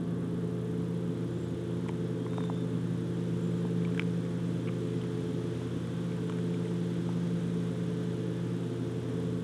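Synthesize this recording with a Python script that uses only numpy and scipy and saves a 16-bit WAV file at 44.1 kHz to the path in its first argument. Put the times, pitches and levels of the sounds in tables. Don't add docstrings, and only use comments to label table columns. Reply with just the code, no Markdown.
import sys
import numpy as np
from scipy import signal
from scipy.fft import rfft, irfft
from scipy.io import wavfile
from scipy.ndimage import uniform_filter1d

SR = 44100
rng = np.random.default_rng(int(sys.argv[2]) if len(sys.argv) > 2 else 0)


def to_wav(s):
    ch = np.atleast_2d(s).T
    pcm = np.round(np.clip(ch, -1, 1) * 32767)
    wavfile.write(sys.argv[1], SR, pcm.astype(np.int16))


def natural_amplitude(level_db):
    exponent = np.asarray(level_db, float) / 20
    return 10 ** exponent


N = 415863
T = np.arange(N) / SR
GRAIN_T = T[:2000]

BLADE_HZ, BLADE_COUNT = 86.225, 9
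MAINS_HZ = 119.96


def curve(rows):
    points = np.array(rows)
    return np.interp(T, points[:, 0], points[:, 1])


def level(x, db):
    return x * natural_amplitude(db) / np.sqrt(np.mean(x ** 2))


def coloured(shape, lo_hz, hi_hz):
    hz = np.maximum(np.arange(N // 2 + 1) * SR / N, 1)
    shape = np.array(shape)
    db = np.interp(np.log(hz), np.log(shape[:, 0]), shape[:, 1])
    edge = 1 / (1 + (hz / hi_hz) ** 20) - 1 / (1 + (hz / lo_hz) ** 20)
    spectrum = rfft(rng.standard_normal(N)) * natural_amplitude(db) * np.sqrt(np.maximum(edge, 0))
    return irfft(spectrum, N)


def walk(rate):
    k = int(SR / rate)
    steps = np.repeat(rng.standard_normal(N // k + 1), k)
    return 1.3 * uniform_filter1d(uniform_filter1d(steps, k), k)[:N]


def ring(hz, t60, rise_s):
    rise = np.exp(-(GRAIN_T / rise_s) ** 2) - 1
    fall = np.exp(-np.log(1000) * GRAIN_T / max(t60, 0.002))
    return rise * fall * np.cos(2 * np.pi * hz * (GRAIN_T - rise_s))


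def add(out, s, db, grain):
    i = int(s * SR)
    out[i:i + len(grain)] += (natural_amplitude(db) * grain / np.abs(grain).max())[:N - i]


def hum():
    # multiple, first fan level/dB rms, second fan level/dB rms, swell together at t/s
    fan_pair = [(2, -36.3, -46.5, 3.58), (3, -49.5, -55, 4.7), (4, -55.5, -46, 5.16),
                (5, -45.5, -54.5, 5.13), (6, -55, -71, 4.79)]
    # multiple, level/dB rms, wander/dB
    lone_fan = [(1, -58, -3.5), (8, -71, 4.5), (10, -67, 1), (11, -84, 9), (13, -71, 5), (14, -72.5, 1.5),
                (18, -70, 2), (20, -77, 4.5)]
    turn = 2 * np.pi * BLADE_HZ * T + 0.083 * walk(1.205)

    def slip(t):
        slip_hz, slip_hz_per_s = 0.126, 0.003
        return 2 * np.pi * (slip_hz * t + slip_hz_per_s * t ** 2 / 2)

    mains_db = -39 + 1.0 * walk(2.58) + 0.5 * walk(9)
    out = natural_amplitude(mains_db) * np.sin(2 * np.pi * MAINS_HZ * T)
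    for multiple, db, twin_db, swell_s in fan_pair:
        k = int(round(multiple))
        phase = k * turn + 2 * np.pi * rng.random()
        first = natural_amplitude(db) * np.sin(phase)
        second = natural_amplitude(twin_db) * np.sin(phase + k * (slip(T) - slip(swell_s)))
        gust = natural_amplitude(0.8 * walk(12))
        out += gust * (first + second)
    for multiple, db, wander_db in lone_fan:
        phase = int(round(multiple)) * turn + 2 * np.pi * rng.random()
        out += natural_amplitude(db + wander_db * walk(3.057)) * np.sin(phase)
    return np.sqrt(2) * out


def rattle():
    # mains multiple, blade multiple, level/dB rms
    compressor = [(2, 0, -50.5), (3, 0, -66), (1, 1, -66), (2, 1, -60.5), (3, 1, -58), (3, 3, -72)]
    # multiple of the shaft rate, level/dB rms
    shaft = [(15, -55.5), (22, -63), (24, -55.5), (28, -53.5), (32, -56.5), (43, -64), (47, -58), (49, -69),
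             (55, -69.5), (58, -73)]
    out = np.zeros(N)
    for m, k, db in compressor:
        hz = round(m) * MAINS_HZ + round(k) * BLADE_HZ
        out += natural_amplitude(db + walk(2)) * np.sin(2 * np.pi * (hz * T + rng.random()))
    for k, db in shaft:
        hz = round(k) * BLADE_HZ / BLADE_COUNT
        out += natural_amplitude(db + 3.4 * walk(1.454)) * np.sin(2 * np.pi * hz * T + 1.37 * walk(2.5))
    return np.sqrt(2) * out


def roar():
    # f/Hz, level/dB per Hz
    casing = [(20, -29), (45, -23.5), (70, -18.5), (100, -11.5), (138, -9), (162, 1), (178, -1.5),
              (195, -16.5), (245, -4), (300, -4), (340, -11.5), (370, -7), (410, -17), (455, -7),
              (490, -15.5), (640, -23)]
    edges_hz = [10, 110, 195, 330, 420, 640]
    out = np.zeros(N)
    for lo_hz, hi_hz in zip(edges_hz, edges_hz[1:]):
        out += natural_amplitude(0.22 * walk(3.3)) * coloured(casing, lo_hz, hi_hz)
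    next_turn = np.roll(out, round(SR * BLADE_COUNT / BLADE_HZ))
    return level(out + 0.45 * next_turn, -39.5)


def rush():
    # f/Hz, level/dB per Hz
    hiss = [(640, 4.5), (760, 0.5), (950, 2.5), (1500, 1), (2000, -4.5), (2350, -6.5), (2750, -6.5),
            (3400, -2.5), (4500, -13.5), (5600, -13), (8500, -15.5), (10500, -21), (13500, -32),
            (15500, -27)]
    # t/s, level/dB
    chorus = [
        (0.0, -67.5),
        (1.05, -65.5),
        (3.47, -63),
        (5.67, -61.5),
        (7.51, -61.5),
        (9.43, -63),
    ]
    edges_hz = [640, 1300, 2000, 2800, 4300, 7000, 11000, 17000]
    insects = [0.11, 0.57, 0.9, 0.88, 0.99, 0.81, 0.1]
    swell_db = curve(chorus) - curve(chorus).mean()
    out = np.zeros(N)
    for lo_hz, hi_hz, share in zip(edges_hz, edges_hz[1:], insects):
        out += natural_amplitude(share * swell_db + 0.4 * walk(9)) * coloured(hiss, lo_hz, hi_hz)
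    return level(out, -53)


def lens_motor():
    # f/Hz, peak level/dB, t60/s
    body = [(10380, -62.5, 0.017), (9800, -69, 0.012), (8620, -66, 0.014), (6900, -79, 0.0071),
            (11700, -78, .008)]
    frame_hz, first_tick_s = 30.03, 0.0095
    out = np.zeros(N)
    for n in range(int(T[-1] * frame_hz)):
        late, size = rng.standard_normal(2)
        s = first_tick_s + n / frame_hz + 0.0022 * late + 0.0007 * late ** 3
        for hz, db, t60 in body:
            a = rng.standard_normal()
            add(out, max(s, 0), db + 0.5 * size + 0.5 * a, ring(hz * (1 + 0.011 * a), t60, 0.002))
    return out


def lip_ticks():
    # t/s, peak level/dB, f/Hz
    lips = [(1.2284, -57, 5310), (1.957, -52, 7940), (2.383, -50, 5400), (2.4984, -54, 7300),
            (3.7114, -52, 6960), (6.3224, -52, 5550), (6.6538, -47, 8380), (0.4444, -60, 11400),
            (2.7731, -66, 11200), (3.0036, -66, 11200), (3.9759, -61, 11100), (4.2652, -67, 11600),
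            (5.5438, -59, 11300), (6.7705, -66, 11100), (7.7363, -65, 11100)]
    out = np.zeros(N)
    for s, db, hz in lips:
        grain = ring(hz, 0.003, 0.0003) + 0.6 * ring(1.15 * hz, 0.0028, 0.00033)
        add(out, s, db, grain)
    return out


def bone_chips():
    # t/s, peak level/dB, f/Hz, t60/s
    chips = [(1.2311, -49, 2290, 0.01), (2.2638, -47, 2000, 0.01), (3.8207, -46, 2190, 0.01),
             (3.8492, -44, 3500, 0.01), (3.8496, -36, 2300, 0.019), (3.921, -45, 2390, 0.01),
             (4.2512, -44, 2210, 0.01), (4.6743, -37, 2270, 0.01), (4.6784, -42, 2720, 0.01),
             (4.6824, -40, 2360, 0.01), (4.6864, -36, 2400, 0.01), (4.6924, -42, 2140, 0.01),
             (4.9417, -45, 2030, 0.01), (5.015, -39.5, 3080, 0.0073), (5.037, -44, 2100, 0.01),
             (5.0494, -53, 3030, 0.01), (6.1195, -42, 2300, 0.01), (6.5427, -42, 2340, 0.0092),
             (6.655, -41, 2010, 0.01), (6.6794, -46, 3100, 0.01)]
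    out = np.zeros(N)
    for s, db, hz, t60 in chips:
        grain = ring(hz, t60, 0.00074)
        grain += 0.4 * ring(1.23 * hz, 0.65 * t60, 0.00072)
        grain += 0.23 * ring(0.7 * hz, 0.71 * t60, 0.00077)
        add(out, s, db, grain)
    return out


def birds():
    # start t/s, end t/s, start f/Hz, end f/Hz, level/dB rms
    whistles = [(1.27, 1.29, 4900, 4850, -70), (1.29, 1.365, 7100, 7250, -71),
                (1.38, 1.43, 7250, 7200, -71), (1.397, 1.47, 7700, 7600, -68),
                (1.47, 1.53, 6850, 6750, -72), (2.179, 2.28, 3150, 3410, -65),
                (2.296, 2.5, 3650, 3610, -59.5), (2.5, 2.65, 3570, 3530, -60),
                (2.357, 2.65, 7200, 7050, -77), (3.405, 3.5, 7200, 7200, -68),
                (3.51, 3.55, 8100, 7800, -70), (3.55, 3.62, 7100, 6900, -72)]
    out = np.zeros(N)
    blur, flutter = walk(500), walk(450)
    trill = 1 + 0.2 * np.sin(2 * np.pi * 39.2 * T)
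    for t0, t1, hz0, hz1, db in whistles:
        part = np.clip((T - t0) / (t1 - t0), 0, 1)
        hz = (hz0 + (hz1 - hz0) * part) * (1 + 0.0129 * blur)
        swell = np.sin(np.pi * part) ** 0.3 * trill * natural_amplitude(db + 2.9 * flutter)
        out += np.sqrt(2) * swell * np.sin(2 * np.pi * np.cumsum(hz) / SR)
    return out


def jaw_knocks():
    # t/s, peak level/dB, cavity f/Hz, t60/s
    knocks = [(1.495, -44, 703, 0.012), (1.863, -39, 915, 0.012), (1.8863, -41, 947, 0.012),
              (1.892, -32.5, 894, 0.02), (2.264, -34, 1030, 0.012), (2.333, -36, 1060, 0.012),
              (2.382, -25, 825, 0.006), (2.405, -38, 1060, 0.014), (2.438, -38, 1030, 0.014),
              (2.499, -24, 865, 0.0075), (2.788, -43, 864, 0.012), (3.616, -42, 1060, 0.012),
              (3.651, -34, 883, 0.012), (3.848, -43, 1190, 0.012), (3.873, -39, 1110, 0.012),
              (4.673, -42, 1190, 0.013), (4.685, -50, 880, 0.012), (4.691, -38, 1200, 0.012),
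              (5.045, -42, 1170, 0.012), (5.617, -39, 861, 0.012), (6.298, -35, 1060, 0.011),
              (6.322, -38, 869, 0.012), (6.7123, -39, 883, 0.012), (6.861, -48, 869, 0.012),
              (7.09, -31, 850, 0.01)]
    out = np.zeros(N)
    for s, db, hz, t60 in knocks:
        grain = ring(hz, t60, 0.00104)
        grain += 0.21 * ring(0.76 * hz, t60, 0.0013)
        grain += 0.22 * ring(2.0 * hz, 0.59 * t60, 0.0011)
        add(out, s, db, grain)
    return out


def splinter_cracks():
    # t/s, peak level/dB, shard f/Hz, bone level/dB, spit level/dB
    cracks = [(1.8852, -35.5, 2000, -4, -14), (1.8903, -32, 1870, 1, -19), (2.3326, -42, 1380, 0, -23),
              (2.3424, -43, 1430, -6, -18), (2.379, -38, 1390, -6, -20), (2.4044, -42, 1700, -13, -15),
              (2.4383, -37.5, 1300, 7, -11), (2.5, -55, 1700, -6, -18), (3.947, -40, 1690, -9, -14),
              (3.9765, -33.5, 1580, -10, -18), (3.9948, -17.5, 2320, -3, -31), (4.0104, -40, 1450, -4, -17),
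              (4.0196, -33.5, 1500, 0, -19), (6.296, -34.5, 1370, -2, -15), (6.3228, -38, 1590, 2, -23),
              (6.3859, -39.5, 1540, -6, -15)]
    # f/Hz, t60/s, level/dB
    bone = [(970, 0.005, 1), (1495, 0.0083, 2.5), (2270, 0.0064, 6.5), (3180, 0.0054, 6),
            (3680, 0.0046, -18), (5320, 0.0058, -7.5)]
    spit_band = signal.butter(3, [4500, 9000], "band", fs=SR, output="sos")
    spit_shape = (1 - np.exp(-GRAIN_T / 0.0003)) * np.exp(-GRAIN_T / 0.0016)
    out = np.zeros(N)
    for s, db, hz, bone_db, spit_db in cracks:
        grain = ring(hz, 20 / hz, 0.00064)
        for mode_hz, mode_t60, mode_db in bone:
            tune, size = rng.standard_normal(2)
            mode = ring(mode_hz * (1 + 0.013 * tune), mode_t60, 0.000685)
            grain += natural_amplitude(bone_db + mode_db + 2.4 * size) * mode
        spit = signal.sosfilt(spit_band, rng.standard_normal(len(GRAIN_T))) * spit_shape
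        add(out, s + 0.00032, db + 3.0, grain)
        add(out, s + 0.00055, db + spit_db + 4.0, spit)
        add(out, s + 0.0005, db - 40, ring(12000, 0.0012, 0.0002))
    return out


def board_slap(chewing):
    return chewing + 0.13 * np.roll(chewing, int(0.003 * SR))


def scene():
    machine = hum() + rattle() + roar()
    chewing = lip_ticks() + bone_chips() + jaw_knocks() + splinter_cracks()
    mix = machine + rush() + lens_motor() + birds() + board_slap(chewing)
    return mix[None]


def band_limit(x):
    return signal.sosfilt(signal.butter(12, 16780, fs=SR, output="sos"), x)


def record(dry):
    top_cut = signal.ellip(12, 0.2, 60, 15540, fs=SR, output="sos")
    return band_limit(signal.sosfilt(top_cut, dry))


dry = scene()
out = record(dry)
to_wav(out)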